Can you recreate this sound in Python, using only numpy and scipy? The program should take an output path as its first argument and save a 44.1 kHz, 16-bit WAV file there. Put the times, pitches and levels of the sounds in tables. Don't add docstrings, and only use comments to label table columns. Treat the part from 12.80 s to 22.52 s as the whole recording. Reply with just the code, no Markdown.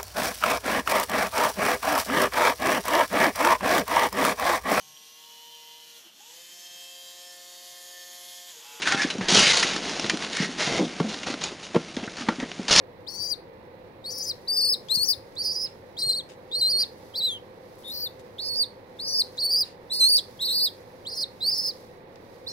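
import sys
import numpy as np
from scipy import signal
from scipy.fft import rfft, irfft
from scipy.io import wavfile
from scipy.ndimage import uniform_filter1d

SR = 44100
rng = np.random.default_rng(int(sys.argv[2]) if len(sys.argv) > 2 else 0)


def master(y):
    cut = np.clip(np.atleast_2d(y).T, -1, 1)
    pcm = np.round(cut * 32767)
    wavfile.write(sys.argv[1], SR, pcm.astype(np.int16))


N = 428652


def amp(db):
    return 10 ** (np.asarray(db) / 20)


def unit_rms(x):
    return x / np.sqrt(np.mean(abs(x) ** 2) + 1e-20)


def curve_at(points, hz):
    f, value = np.transpose(points)
    return np.interp(np.log(hz + 1), np.log(f + 1), value)


def add(mix, start, sound):
    part = mix[..., round(start * SR):][..., :sound.shape[-1]]
    part += sound[..., :part.shape[-1]]


def wobble(size, hz):
    lowpass = signal.butter(2, hz, fs=SR, output="sos")
    return unit_rms(signal.sosfilt(lowpass, rng.standard_normal(size + 999))[999:])


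def band(x, hz, octaves):
    f = np.fft.rfftfreq(x.shape[-1], 1 / SR) + 1
    return irfft(rfft(x) * np.exp(-.5 * (np.log2(f / hz) / octaves) ** 2), x.shape[-1])


def during(t, start, end):
    return np.clip(np.minimum(t - start, end - t) / .004, 0, 1)


# f/Hz, relative level/dB
DRONE_COLOUR = [(25, -18.5), (102, -10.5), (185, -7.5), (503, -14.5), (887, -12), (1370, -26),
                (1940, -23.5), (3100, -38), (4000, -36.5), (6300, -58), (8200, -59.5), (12500, -52),
                (16000, -46.5)]
# f/Hz, width/Hz, relative level/dB
DRONE_HUMPS = [(102.4, 7.5, -59.5), (506.3, 94, -49), (372.4, 120, -54.5)]
# f/Hz, likeness (0-1, capped below)
DRONE_LIKENESS = [(60, 1), (500, 0.92), (1000, 0.1), (2500, 0.033)]
# f/Hz, level/dB
DRONE_BALANCE = [(240, 0.5), (950, -2.5), (1900, -10), (4400, -17), (8000, 6.5), (15000, 6)]


def drone():
    frames, hz = N // 1024 + 5, np.fft.rfftfreq(4096, 1 / SR)
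    a, b, c, d = rng.standard_normal((frames, 2049, 4)).T
    wash = amp(2 * curve_at(DRONE_COLOUR, hz))
    power = amp(-50) ** 2 * wash / wash.sum()
    for centre, width, db in DRONE_HUMPS:
        hump = 1 / (1 + (2 * (hz - centre) / width) ** 2) ** 2
        power += amp(db) ** 2 * hump / hump.sum()
    alike = np.clip(curve_at(DRONE_LIKENESS, hz), 0, .87)[:, None]
    left = a + 1j * b
    right = alike * left + np.sqrt(1 - alike ** 2) * (c + 1j * d)
    tilt = amp(curve_at(DRONE_BALANCE, hz) / 2)[:, None]
    delay = np.exp(-2j * np.pi * hz * 0.00025)[:, None]
    spectra = np.array([left * tilt * delay, right / tilt]) * np.sqrt(power[:, None] * 2 / (1 + alike))
    noise = signal.istft(spectra, nperseg=4096, noverlap=3072)[1][:, :N]
    return unit_rms(noise) * np.sqrt(power.sum()) * amp(-1.12)


# t/s, relative level/dB
SHUFFLE_LEVELS = [(1.15, -74), (1.6, -61.5), (3.6, -70), (4.25, -61), (4.7, -69.5), (5.0, -63.5),
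                  (6.05, -70.5), (6.53, -59.5), (6.95, -70.5), (7.5, -60.5), (8.4, -66), (8.999, -59.5),
                  (9.25, -73.5), (9.55, -65.5)]


def nest_shuffle():
    grains = rng.standard_normal((2, N)) * amp(1.4 * wobble(N, hz=150))
    level_db = np.interp(np.arange(N) / SR, *np.transpose(SHUFFLE_LEVELS)) + 0.96 * wobble(N, hz=12)
    crackle = unit_rms(band(grains, hz=4480, octaves=0.4))
    fizz = unit_rms(band(grains, hz=11470, octaves=0.38))
    return amp(level_db) * (crackle + amp(-4.5) * fizz)


# t/s, level/dB, f/Hz
UPPER_WARBLES = [
    [(.277, -36.5, 4100), (.29, -34.5, 5140), (.33, -40, 5970), (.35, -35, 5470), (.375, -38.5, 6400),
     (.41, -30.5, 5300), (.445, -31.5, 5890), (.465, -32, 5300), (.49, -36, 6710), (.515, -27, 4900),
     (.532, -25, 4510)],
    [(1.263, -32.5, 4330), (1.29, -35.5, 4460), (1.325, -36.5, 5970), (1.345, -37, 5140),
     (1.39, -35.5, 5450), (1.415, -31.5, 5050), (1.44, -33.5, 6600), (1.465, -36, 5240), (1.495, -29, 5200),
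     (1.515, -29.5, 4000)],
    [(1.685, -29, 4810), (1.705, -26, 4570), (1.735, -28, 4890), (1.758, -31, 4980), (1.775, -22, 5025),
     (1.8, -25, 5430), (1.82, -22, 4880), (1.845, -23, 5040), (1.882, -23.5, 4780), (1.915, -22.5, 5380),
     (1.942, -23.5, 4380)],
    [(2.102, -30, 3790), (2.12, -20.5, 4170), (2.135, -23, 4246), (2.159, -22, 4760), (2.176, -24.5, 4170),
     (2.233, -21, 4560), (2.267, -34, 6140), (2.291, -20.5, 4870), (2.313, -22, 5080), (2.335, -28.5, 4070)],
    [(2.587, -32.5, 4480), (2.62, -32, 4740), (2.635, -37.5, 5500), (2.66, -27.5, 4870),
     (2.675, -30.5, 5000), (2.695, -31, 4840), (2.725, -32, 5200), (2.742, -39.5, 5900),
     (2.765, -30.5, 4940), (2.79, -35.5, 5200), (2.845, -29.5, 5260), (2.858, -35.5, 4990)],
    [(3.192, -30.5, 4490), (3.21, -36, 5110), (3.225, -25.5, 4170), (3.28, -29, 4274), (3.3, -21.5, 4060),
     (3.328, -28.5, 4465), (3.342, -30, 3990), (3.375, -30, 4500), (3.39, -29.5, 4190)],
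    [(3.752, -26, 4190), (3.785, -29.5, 4366), (3.8, -34.5, 4780), (3.816, -23.5, 4020), (3.884, -24, 4177),
     (3.912, -27, 4940), (3.934, -24, 4270), (3.98, -25, 4334), (4.022, -25, 4980), (4.038, -28.5, 3980)],
    [(4.36, -31, 4065), (4.383, -29.5, 4800), (4.412, -31.5, 3770), (4.452, -24.5, 4116),
     (4.52, -34.5, 3320), (4.57, -41, 3110)],
    [(5.05, -45.5, 3610), (5.108, -37.5, 3744), (5.15, -36, 4980), (5.172, -34, 4670), (5.2, -36.5, 5020),
     (5.246, -30.5, 4580), (5.262, -33.5, 4110), (5.274, -33.5, 3540)],
    [(5.592, -35, 3700), (5.612, -37, 4470), (5.66, -35, 5000), (5.685, -34, 4900), (5.697, -31.5, 4407),
     (5.75, -31.5, 4465), (5.785, -31, 5050), (5.8, -26, 4700), (5.826, -22, 4490), (5.844, -36.5, 3620)],
    [(6.2, -34.5, 4080), (6.235, -37, 4930), (6.29, -32, 4940), (6.32, -34.5, 4700), (6.35, -26, 4930),
     (6.38, -27, 5280), (6.405, -21.5, 4810), (6.422, -22, 3930)],
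    [(6.59, -28.5, 4240), (6.608, -32.5, 4890), (6.628, -25, 4185), (6.662, -25, 4610), (6.685, -29, 4360),
     (6.726, -27, 4910), (6.742, -23.5, 4500), (6.8, -27.5, 5120), (6.82, -23.5, 4720)],
    [(7.107, -39.5, 3910), (7.124, -28.5, 4030), (7.14, -30.5, 4750), (7.194, -31.5, 4810),
     (7.208, -21, 4080), (7.246, -18.5, 4120), (7.275, -20.5, 4340), (7.308, -24.5, 4795),
     (7.342, -19, 4456), (7.37, -22, 4930), (7.392, -26, 4060)],
    [(7.618, -30.5, 4230), (7.632, -28.5, 4060), (7.658, -28.5, 4630), (7.69, -28.5, 4000),
     (7.78, -26, 4850), (7.8, -26, 4430), (7.85, -23, 4950), (7.878, -30, 3724)],
    [(8.275, -34, 4090), (8.305, -43, 5190), (8.333, -36, 4680), (8.356, -39.5, 5770), (8.38, -32.5, 4960),
     (8.419, -31.5, 5030), (8.441, -28, 3825)],
    [(8.627, -30.5, 4010), (8.685, -24, 4720), (8.709, -30.5, 5280), (8.733, -28, 4710),
     (8.755, -31.5, 5390), (8.795, -28.5, 4970), (8.82, -32.5, 5370), (8.845, -31.5, 5020),
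     (8.875, -28.5, 5250), (8.897, -31, 4770)],
    [(9.677, -34.5, 4100), (9.695, -39, 5100), (9.716, -42, 5800)],
]
# start t/s, end t/s, first f/Hz, last f/Hz,
# share of the warble it follows, level/dB over the upper voice
LOWER_BREAKAWAYS = [(0.285, 0.522, 4380, 4860, 0.014, 7), (1.292, 1.506, 4640, 4810, 0.066, -5),
                    (1.762, 1.897, 4494, 4624, 0.82, 9.5), (1.926, 1.961, 4075, 4010, 0.84, 4),
                    (2.135, 2.183, 4260, 4210, 0.19, -14), (2.242, 2.338, 4360, 4570, 0.015, -9.5),
                    (2.612, 2.844, 4490, 4925, 0.022, -2), (3.178, 3.231, 4200, 4030, 0.047, -1),
                    (3.32, 3.345, 4110, 4000, 0.4, -4), (3.787, 3.816, 4420, 4260, 0.055, -6),
                    (3.89, 3.931, 4350, 4350, 0.47, -6), (3.978, 4.043, 4260, 4200, 0.39, -5),
                    (4.349, 4.391, 4195, 4170, 0.63, 3), (5.118, 5.233, 4430, 4440, 0.32, 4),
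                    (5.614, 5.694, 4345, 4344, .05, -4), (5.742, 5.799, 4460, 4810, 0.055, -5),
                    (6.244, 6.412, 4380, 4540, 0.333, -5), (6.596, 6.621, 4420, 4375, 0.63, -7),
                    (7.127, 7.204, 4250, 4220, 0.036, 1), (7.291, 7.311, 4400, 4465, 0.35, -4),
                    (7.354, 7.409, 4440, 3555, 0.97, -1), (7.602, 7.883, 4020, 4085, 0.75, -3),
                    (8.292, 8.441, 4224, 4400, 0.018, -4), (8.706, 8.9, 4390, 4370, 0.074, -10.5),
                    (9.68, 9.756, 4280, 4200, 0.022, 3)]


def voices(start, end, start_hz, end_hz, warble):
    times, db, hz = np.transpose(warble)
    t = np.arange(start, end, 1 / SR)
    rise = np.clip((times[0] - t) / (times[0] - start), 0, 1) ** 0.94
    fall = np.clip((t - times[-1]) / (end - times[-1]), 0, 1) ** 0.94
    level_db = np.interp(t, times, db) - 17.5 * rise - 15 * fall
    upper_hz = np.interp(t, times, hz) + (start_hz - hz[0]) * rise + (end_hz - hz[-1]) * fall
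    locked_gap_hz, locked_db, parting_s = 250, -33., .01
    lower_hz, lower_db = upper_hz - locked_gap_hz, np.full(len(t), locked_db)
    for a, b, first_hz, last_hz, follow, apart_db in LOWER_BREAKAWAYS:
        apart = np.clip(np.minimum(t - a, b - t) / parting_s, 0, 1)
        if apart.any():
            swing_hz = upper_hz - upper_hz[apart > 0].mean()
            own_hz = np.interp(t, [a, b], [first_hz, last_hz]) + follow * swing_hz
            lower_hz += apart * (own_hz - lower_hz)
            lower_db += apart * (apart_db - locked_db)
    return t, level_db, upper_hz, lower_hz, lower_db


def membrane_phase(hz, hoarse, drift_hz, rasp_hz):
    drift = drift_hz * wobble(len(hz), hz=40)
    shake = rasp_hz * hoarse ** 2 * wobble(len(hz), hz=250)
    return 2 * np.pi * np.cumsum(hz + drift + shake) / SR


def windpipe(flow, upper_hz, lower_hz, lower_db):
    floor_hz = upper_hz - np.clip(amp(lower_db + 13), 0, 1) * np.maximum(upper_hz - lower_hz, 0)
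    floor_tone = np.exp(2j * np.pi * np.cumsum(floor_hz) / SR)
    below = np.clip(-np.fft.fftfreq(len(flow), 1 / SR) / 260 - 1, 0, 1)
    return floor_tone * np.fft.ifft(np.fft.fft(flow / floor_tone) * amp(-18 * below))


# start t/s, end t/s, f/Hz, relative level/dB
THIRD_TONES = [(0.276, 0.387, 5200, -12), (6.273, 6.342, 5850, -3.5)]
# start t/s, end t/s
VOICE_CATCHES = [(.468, .48), (1.674, 1.69), (1.726, 1.768), (2.15, 2.166), (3.709, 3.73), (5.031, 5.13),
                 (6.573, 6.587), (6.598, 6.611), (6.704, 6.74), (6.752, 6.815), (7.296, 7.312),
                 (7.36, 7.392)]
# start t/s, end t/s, relative level/dB
UNEVEN_SWINGS = [(2.142, 2.23, -26), (7.194, 7.283, -20.5)]


def squeak(t, level_db, upper_hz, lower_hz, lower_db, second_db, third_db, rasp):
    size, effort_db = len(t), level_db - level_db.max()
    stutter_hz, stutter_depth = 240, .9
    upper_hz, lower_hz = (uniform_filter1d(hz, 240, mode="nearest") for hz in (upper_hz, lower_hz))
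    catch = stutter_depth * sum(during(t, a, b) for a, b in VOICE_CATCHES)
    fight = np.clip(amp(12 - abs(lower_db)), .27, 1) * amp(2.5 * wobble(size, hz=25))
    ragged_start = np.exp((t[0] - t) / .015)
    hoarse = rasp * (fight + catch / 2 + ragged_start)

    upper = membrane_phase(upper_hz, hoarse, drift_hz=26, rasp_hz=500)
    lower = membrane_phase(lower_hz, hoarse, drift_hz=45, rasp_hz=550)
    flow = (np.exp(1j * upper) + amp(lower_db) * np.exp(1j * lower)) / np.sqrt(1 + amp(2 * lower_db))
    eddies = (wobble(size, hz=444) + 1j * wobble(size, hz=483)) * np.exp(2j * np.pi * 500 * t)
    flow *= 1 + (.015 + .45 * hoarse) * eddies
    flow *= np.exp(.4j * abs(flow) ** 2) / (abs(flow) + .1) ** .25
    for a, b, hz, db in THIRD_TONES:
        phase = 2 * np.pi * np.cumsum(hz + 70 * wobble(size, hz=30)) / SR
        flow += amp(db) * during(t, a, b) * np.exp(1j * phase)
    puff = np.cumsum(stutter_hz * amp(3 * wobble(size, hz=60))) / SR % 1
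    flow *= 1 + catch * uniform_filter1d(1 - 2 * puff, 30) * np.exp(.6j)
    flow = windpipe(flow, upper_hz, lower_hz, lower_db)

    uneven = sum(amp(db) * during(t, a, b) for a, b, db in UNEVEN_SWINGS)
    between_tones = uneven * (np.exp(1.5j * upper) + .4 * np.exp(2.5j * upper))
    snap = amp(2.7 * wobble(size, hz=30) + 0.17 * effort_db)
    valve = flow / np.sqrt(abs(flow) + .1)
    overtones = amp(second_db) * valve ** 2 + amp(third_db) * valve ** 3 * (1 + amp(-15) * valve)
    overtones *= .3 + .7 * signal.windows.tukey(size, .3)
    tone = np.sqrt(2) * (flow + between_tones + snap * overtones).real
    gap_noise = band(rng.standard_normal(size), hz=10500, octaves=0.7)
    hiss = amp(-15.5 - effort_db / 2) * hoarse * gap_noise
    return amp(level_db) * (tone + hiss) * signal.windows.tukey(size, .04)


# start t/s, end t/s, start f/Hz, end f/Hz, left-over-right level/dB before shading,
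# right delay/ms, base level/dB of the 2nd harmonic, same for the 3rd
CHICK_SQUEAKS = [(0.263, 0.548, 2670, 3520, 16.5, 0.19, -13, -19),
                 (1.238, 1.525, 3460, 3420, 9.5, 0.19, -10, -16),
                 (1.671, 1.956, 3670, 3630, 10, .25, -10.5, -17),
                 (2.082, 2.347, 3110, 3200, 12.5, 0.27, -11, -15),
                 (2.559, 2.879, 3290, 3480, 2, 0.19, -9.5, -19.5),
                 (3.164, 3.416, 3050, 3080, 7, 0.2, -6.5, -18),
                 (3.709, 4.048, 3400, 3000, 5.5, 0.19, -11.5, -20),
                 (4.336, 4.586, 2880, 2770, 6.5, 0.22, -17, -15.5),
                 (5.031, 5.282, 3110, 3390, 8.5, 0.34, -19.5, -6.5),
                 (5.579, 5.854, 3050, 3470, 2, 0.29, -12, -22),
                 (6.186, 6.424, 3250, 3280, 6.5, 0.28, -12, -21),
                 (6.574, 6.844, 3350, 3620, 5, 0.21, -13, -19),
                 (7.094, 7.404, 3260, 3830, 3.5, 0.3, -4, -14.5),
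                 (7.588, 7.893, 3035, 3100, 4.5, 0.29, -10, -11),
                 (8.249, 8.448, 2770, 3400, 4, 0.21, -10, -21),
                 (8.602, 8.919, 3550, 3660, 3.5, 0.22, -11.5, -16),
                 (9.663, 9.763, 3400, 3500, 2.5, -0.15, -16, -26)]
HOARSENESS = [.17, .33, .09, .2, .28, .26, .19, .3, .36, .4, .26, .2, .24, .13, .2, .33, .25]
# f/Hz, level/dB
THROAT_COLOUR = [(5300, 0), (7000, 1.5), (9200, -0.5), (11600, -1), (13800, 2.5)]
# f/Hz, level/dB
RIGHT_SHADING = [(2000, 5), (5200, 7), (7000, -12), (9000, -17), (12000, -5.5), (15000, -6.5)]


def chick():
    out, pad = np.zeros((2, N)), 64
    for row, warble, rasp in zip(CHICK_SQUEAKS, UPPER_WARBLES, HOARSENESS):
        start, end, start_hz, end_hz, left_db, lag_ms, second_db, third_db = row
        paths = voices(start, end, start_hz, end_hz, warble)
        call = np.pad(squeak(*paths, second_db, third_db, rasp), pad)
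        hz = np.fft.rfftfreq(len(call), 1 / SR)
        left = irfft(rfft(call) * amp(curve_at(THROAT_COLOUR, hz)), len(call))
        delay = np.exp(-2j * np.pi * hz * lag_ms / 1000)
        right = irfft(rfft(left) * amp(curve_at(RIGHT_SHADING, hz)) * delay, len(call))
        pair = np.array([left, amp(-left_db) * right]) / np.sqrt((1 + amp(-2 * left_db)) / 2)
        add(out, start - pad / SR, pair)
    return out


# t/s, peak level/dB before the left and right gains, centre f/Hz
SHARP_CLICKS = [(2.0855, -32, 3900), (5.1, -34, 7500), (6.5733, -35, 4900), (9.3577, -41, 4000),
                (8.703, -37, 2700), (4.955, -46, 11000), (2.555, -44, 5900)]


def sharp_clicks():
    out = np.zeros((2, N))
    decay = amp(-60 * np.arange(512) / SR / 0.017)
    for start, db, hz in SHARP_CLICKS:
        click = band(rng.standard_normal((2, 512)) * decay, hz, octaves=0.53)
        add(out, start, amp(db) * click / abs(click).max() * amp([[2], [-6]]))
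    return out


# t/s, peak level/dB, f/Hz
HAND_BUMPS = [(2.175, -34.5, 177), (2.215, -40.5, 99), (2.381, -40, 101), (3.269, -37.5, 140)]


def hand_bumps():
    out, t = np.zeros(N), np.arange(-.03, .03, 1 / SR)
    for when, db, hz in HAND_BUMPS:
        swell = np.exp(-.5 * (t * hz / 0.6) ** 2)
        add(out, when + t[0], amp(db) * np.cos(2 * np.pi * hz * t) * swell)
    return out


# start t/s, length/s, level/dB before the fade and side gains, centre f/Hz
STRAW_SLIDES = [(2.849, 0.1, -53, 2510), (3.489, 0.075, -51, 2950), (3.997, 0.086, -45, 2570),
                (4.983, 0.078, -58, 11000), (5.393, 0.027, -54, 4140), (6.844, 0.13, -53.5, 2820)]


def straw_slides():
    out = np.zeros((2, N))
    for start, length, db, hz in STRAW_SLIDES:
        size = int(length * SR)
        grains = rng.standard_normal((2, size)) * amp(3.1 * wobble(size, hz=400))
        fade = np.minimum(np.arange(size) / (0.023 * size), 1) * np.linspace(1, 0, size)
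        add(out, start, amp(db) * unit_rms(band(grains, hz, octaves=1.0)) * fade * amp([[2], [-3]]))
    return out


def echoes(sound, decay_s, first_sample):
    taps, at = np.zeros((2, SR // 2)), np.arange(first_sample, SR // 2 - 20, 20)
    at = at + rng.integers(0, 20, (2, len(at)))
    np.put_along_axis(taps, at, rng.choice([-1., 1.], at.shape) * amp(-60 * at / SR / decay_s), 1)
    taps = band(taps / np.linalg.norm(taps[0]), hz=4580, octaves=4.8)
    return signal.fftconvolve(sound, taps, axes=1)[:, :N]


def scene():
    near = chick() + sharp_clicks() + straw_slides()
    room = amp(-16.5) * echoes(near, decay_s=0.23, first_sample=300)
    nest = amp(-11) * echoes(near, decay_s=0.01, first_sample=40)
    return near + room + nest + nest_shuffle() + hand_bumps() + drone()


def record(dry):
    lowpass = signal.firwin(511, cutoff=15900, window=("kaiser", 9), fs=SR)
    return signal.oaconvolve(dry, lowpass[None], "same")


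dry = scene()
out = record(dry)
master(out)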